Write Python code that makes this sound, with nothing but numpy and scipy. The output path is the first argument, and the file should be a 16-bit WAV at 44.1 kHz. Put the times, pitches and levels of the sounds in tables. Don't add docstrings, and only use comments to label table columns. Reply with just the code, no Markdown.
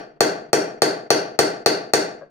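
import sys
import numpy as np
from scipy import signal
from scipy.fft import rfft, irfft, next_fast_len
from scipy.io import wavfile
from scipy.ndimage import uniform_filter1d, minimum_filter1d

SR = 44100
rng = np.random.default_rng(int(sys.argv[2]) if len(sys.argv) > 2 else 0)


def file_out(sig):
    cols = np.atleast_2d(sig).T
    lim = np.clip(cols, -1, 1)
    pcm = np.round(lim * 32767).astype(np.int16)
    wavfile.write(sys.argv[1], SR, pcm)


def volts_from_decibels(level):
    exponent = np.asarray(level, float) / 20
    return 10 ** exponent


N = 101429
RUN_IN = SR // 4

# (time [s], strength [dB], drift ring [dB], hammer ring [dB], top rings [dB])
BLOWS = [
    (.2065, -3.5, 2.5, 0, 6),
    (.5307, -3.5, 0, 4, 4),
    (.8198, -4, 3.5, -6, 5),
    (1.1043, -2, 2.5, 2, 2.5),
    (1.39, -2.5, 2, 0, 4.5),
    (1.6608, -3.5, 4.5, -2, 4),
    (1.9356, -4, 2.5, 1, 7),
]
# (frequency [Hz], level [dB], T60 [s])
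DRIFT_MODES = [(4420, -10.5, 0.0084), (4560, -19.5, 0.049), (4590, -6.5, 0.0095), (4720, -13.5, 0.018)]
# (frequency [Hz], level [dB], T60 [s])
HAMMER_MODES = [(5350, -18, .005), (5640, -26, .1), (5950, -16, .007)]
# (frequency [Hz], level [dB], T60 [s])
TOP_MODES = [(6610, -10, 0.0034), (8800, -12.5, 0.0061), (8817, -26.5, 0.03), (11180, -31.5, 0.0048),
             (12900, -28, 0.0029)]
SOCKET_MODE = (15150, -14, 0.01)  # (frequency [Hz], level [dB], T60 [s])
# (frequency [Hz], level [dB], T60 [s])
WHEEL_MODES = [(153.1, -20, 0.058), (356, -23.5, 0.026), (446.4, -8.5, 0.021), (594, -5, 0.013),
               (729.4, -3, 0.011)]
# (frequency [Hz], level [dB], T60 [s])
RIM_MODES = [(1188, -21.5, 0.03), (1282, -16, 0.0069), (1578, -9, 0.012), (2189, -14.5, 0.009),
             (2820, -10, 0.0041), (3563, -12.5, 0.0031)]
# (time [s], level [dB])
PATS = [
    (2.212, -39),
    (2.22, -33.5),
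    (2.231, -37.5),
    (2.239, -45),
]
# (frequency [Hz], level [dB], T60 [s])
TYRE_MODES = [(415, -19, 0.072), (565, -6, 0.092), (677, -8, 0.02), (1090, -9.5, 0.015), (1610, -7.5, .04)]
# (frequency [Hz], T60 [s])
GARAGE_T60 = [(100, 1), (260, 0.5543), (700, 0.4545), (1840, 0.4168), (4850, 0.34), (8000, 0.2581),
              (12800, 0.2264)]
# (frequency [Hz], level [dB])
GARAGE_DB = [(90, -58), (180, -34), (500, -34.5), (1000, -32), (2000, -28), (3500, -33), (6000, -31),
             (14000, -35.5)]
# (frequency [Hz], correlation [-1..1])
LIKENESS = [(100, 1), (300, 0.9), (1000, -0.46), (3000, -0.6), (6000, 0.26), (12000, 0.021)]
# (frequency [Hz], level [dB])
BALANCE_DB = [(60, 4.5), (180, 0), (550, 3), (1650, 2), (4970, 2), (15000, -7.5)]
# (frequency [Hz], level [dB], T60 [s])
STANDING_WAVES = [(220.5, -66.5, 0.48), (308.2, -54, 0.47), (342.8, -54, 0.34), (397.2, -48.5, 0.27),
                  (413.8, -65.5, 0.38), (427.6, -57.5, 0.51), (456.6, -51, 0.25), (497.4, -53, 0.16),
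                  (506, -57, 0.52), (618.5, -61, 0.63), (632.3, -53.5, 0.5), (680, -54, 0.47),
                  (694, -65, 0.9), (824, -51.5, 0.1)]
# (delay [s], left [dB], right [dB])
ECHOES = [
    (.0016, -6, -9),
    (.0048, -12, -12),
]
# (time [s], level [dB])
JOLTS = [
    (.21, -40.5),
    (1.393, -38),
    (1.664, -40),
    (1.94, -38.5),
]


def blows():
    earlier_blow = (-.14, -8.5, 0, 0, 0)
    s, db, drift_db, hammer_db, top_db = np.transpose([earlier_blow] + list(BLOWS))
    return steel(s, db, drift_db, hammer_db, top_db) + wheel(s, db) + cracks(s, db)


def steel(s, db, drift_db, hammer_db, top_db):
    drift = strike(s, db + drift_db, DRIFT_MODES)
    hammer = strike(s, db + hammer_db, HAMMER_MODES)
    top = strike(s, db + top_db, list(TOP_MODES) + [SOCKET_MODE])
    return drift + hammer - top


def wheel(s, db):
    wheel_lag_s, rim_lag_s, contact_hz = 0.00178, 0.00063, 3500
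    thump = soften(strike(s + wheel_lag_s, db, WHEEL_MODES, turn=0.96), contact_hz)
    return thump + strike(s + rim_lag_s, db, RIM_MODES)


def cracks(s, db):
    tick_db, tick_s = -3, .00022
    crack_db, grit_db, grit_t60_s = -4, -17, 0.0033
    out = np.zeros(RUN_IN + N)
    fade = volts_from_decibels(-60 * np.arange(400) / SR / grit_t60_s)
    tick = np.hanning(int(tick_s * SR) + 2)
    for i, blow_db in zip(RUN_IN + np.round(s * SR).astype(int), db):
        grit = fade * rng.standard_normal(len(fade))
        out[i:i + len(fade)] += volts_from_decibels(blow_db) * (volts_from_decibels(crack_db) * scattered_click() + volts_from_decibels(grit_db) * grit)
        out[i - len(tick):i] += volts_from_decibels(blow_db + tick_db) * tick
    return out


def scattered_click():
    scatter = 0.7
    x = np.zeros(400)
    x[0] = 1
    for lag in (3, 5, 11, 17, 29):
        a = np.zeros(lag + 1)
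        a[[0, -1]] = 1, scatter
        x = signal.lfilter(a[::-1], a, x)
    return np.diff(x, prepend=0) * .5 + .5 * x


def strike(s, db, modes, turn=-1):
    spread_db = 1
    out = np.zeros(RUN_IN + N)
    luck = rng.standard_normal((len(s), len(modes)))
    for k, (hz, mode_db, t60) in enumerate(modes):
        clicks = np.zeros(RUN_IN + N)
        clicks[RUN_IN + np.round(s * SR).astype(int)] = volts_from_decibels(db + mode_db + spread_db * luck[:, k])
        out += turn ** k * ring(clicks, hz, t60)
    return out


def ring(clicks, hz, t60):
    r = volts_from_decibels(-60 / (t60 * SR))
    w = 2 * np.pi * hz / SR
    return signal.lfilter([0, np.sin(w)], [1, -2 * r * np.cos(w), r * r], clicks + 1e-18)


def soften(x, hz):
    r = np.exp(-2 * np.pi * hz / SR)
    return signal.lfilter([(1 - r) ** 2], [1, -2 * r, r * r], x)


def pats():
    s, db = np.transpose(PATS)
    return soften(strike(s, db, TYRE_MODES), 1220)


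def garage(x):
    build_s, right_lag_s = 0.0013, 0.0001292
    t = np.arange(SR // 2) / SR
    answer = garage_tail(t) + standing_waves(t)
    answer *= 1 - np.exp(-(t / build_s) ** 2)
    answer[:, 0] += 1
    for s, left_db, right_db in ECHOES:
        answer[:, int(s * SR)] += volts_from_decibels(np.array([left_db, right_db]))
    size = next_fast_len(len(x) + len(t))
    hz = np.fft.rfftfreq(size, 1 / SR) + 1
    balance = volts_from_decibels(at_hz(BALANCE_DB, hz) * [[.5], [-.5]])
    lag = np.exp(-2j * np.pi * hz * right_lag_s * [[0], [1]])
    return irfft(rfft(x, size) * rfft(answer, size) * balance * lag, size)[:, RUN_IN:RUN_IN + N]


def garage_tail(t):
    tail = np.zeros((2, len(t)))
    edges = 60 * 2 ** np.arange(0, 8.3, 1 / 3)
    white = rng.standard_normal((2, 2, len(t)))
    for k, (low, high) in enumerate(zip(edges, edges[1:])):
        band = signal.butter(2, [low, high], "band", fs=SR, output="sos")
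        mid, side = signal.sosfilt(band, white[k % 2])
        hz = np.sqrt(low * high)
        alike = at_hz(LIKENESS, hz)
        fade = volts_from_decibels(at_hz(GARAGE_DB, hz) - 60 * t / at_hz(GARAGE_T60, hz))
        tail += fade * (np.sqrt(1 + alike) * mid + np.sqrt(1 - alike) * side * [[1], [-1]])
    return tail


def standing_waves(t):
    out = np.zeros(len(t))
    phases = rng.uniform(0, 2 * np.pi, len(STANDING_WAVES))
    for (hz, wave_db, t60), phase in zip(STANDING_WAVES, phases):
        out += volts_from_decibels(wave_db - 60 * t / t60) * np.sin(2 * np.pi * hz * t + phase)
    return out


def at_hz(points, hz):
    table_hz, value = np.transpose(points)
    return np.interp(np.log(hz), np.log(table_hz), value)


def air():
    return volts_from_decibels(-64) * 5 * soften(rng.standard_normal((2, N)), 500)


def ground():
    rumble_db, rumble_hz = -47, 40
    jolt_hz, jolt_t60_s = 35, .08
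    s, db = np.transpose(JOLTS)
    rumble = volts_from_decibels(rumble_db) * soften(rng.standard_normal((2, RUN_IN + N)), rumble_hz)
    jolts = soften(strike(s, db, [(jolt_hz, 0, jolt_t60_s)]), 2 * jolt_hz)
    return (rumble + jolts)[:, RUN_IN:]


def scene():
    pat_room_db, pat_left_db, low_cut_hz = -9.5, 6, 162
    hand = pats()
    close_hand = volts_from_decibels(pat_left_db * np.array([[.5], [-.5]])) * hand[RUN_IN:]
    x = garage(blows() + volts_from_decibels(pat_room_db) * hand) + close_hand + air()
    return signal.sosfilt(signal.butter(4, low_cut_hz, "high", fs=SR, output="sos"), x) + ground()


def level_db(x, s):
    power = uniform_filter1d(np.mean(x ** 2, axis=0), int(s * SR))
    return 10 * np.log10(power + 1e-12)


def limiter_db(x):
    threshold_db, duck_share, listen_s = -26.5, 0.36, 0.0022
    ahead_s, release_db_per_s = 0.026, 32.5
    over = np.maximum(level_db(x, listen_s) - threshold_db, 0) * duck_share
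    ramp = release_db_per_s * np.arange(N) / SR
    held = np.maximum.accumulate(over + ramp) - ramp
    n = int(ahead_s * SR)
    early = -minimum_filter1d(-held, n, origin=-(n // 2))
    return uniform_filter1d(early, n // 2, mode="nearest")


def band_limit(x):
    return signal.sosfilt(signal.butter(12, 16810, fs=SR, output="sos"), x)


def record(dry):
    makeup_db, fade_s, fade_db = 9, 0.049, -2.5
    gate_db, gate_share, gate_s = -30, 0.2, 0.09
    cutoff_hz = 16700
    closing = np.clip(1 - (N - np.arange(N)) / (fade_s * SR), 0, 1)
    x = dry * volts_from_decibels(makeup_db - limiter_db(dry) + fade_db * closing)
    gate = gate_share * np.minimum(level_db(x, gate_s) - gate_db, 0)
    x = np.clip(x * volts_from_decibels(gate), -1, 1)
    x = signal.sosfilt(signal.cheby2(8, 60, cutoff_hz, fs=SR, output="sos"), x)
    return band_limit(np.clip(x, -1, 1))


dry = scene()
out = record(dry)
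file_out(out)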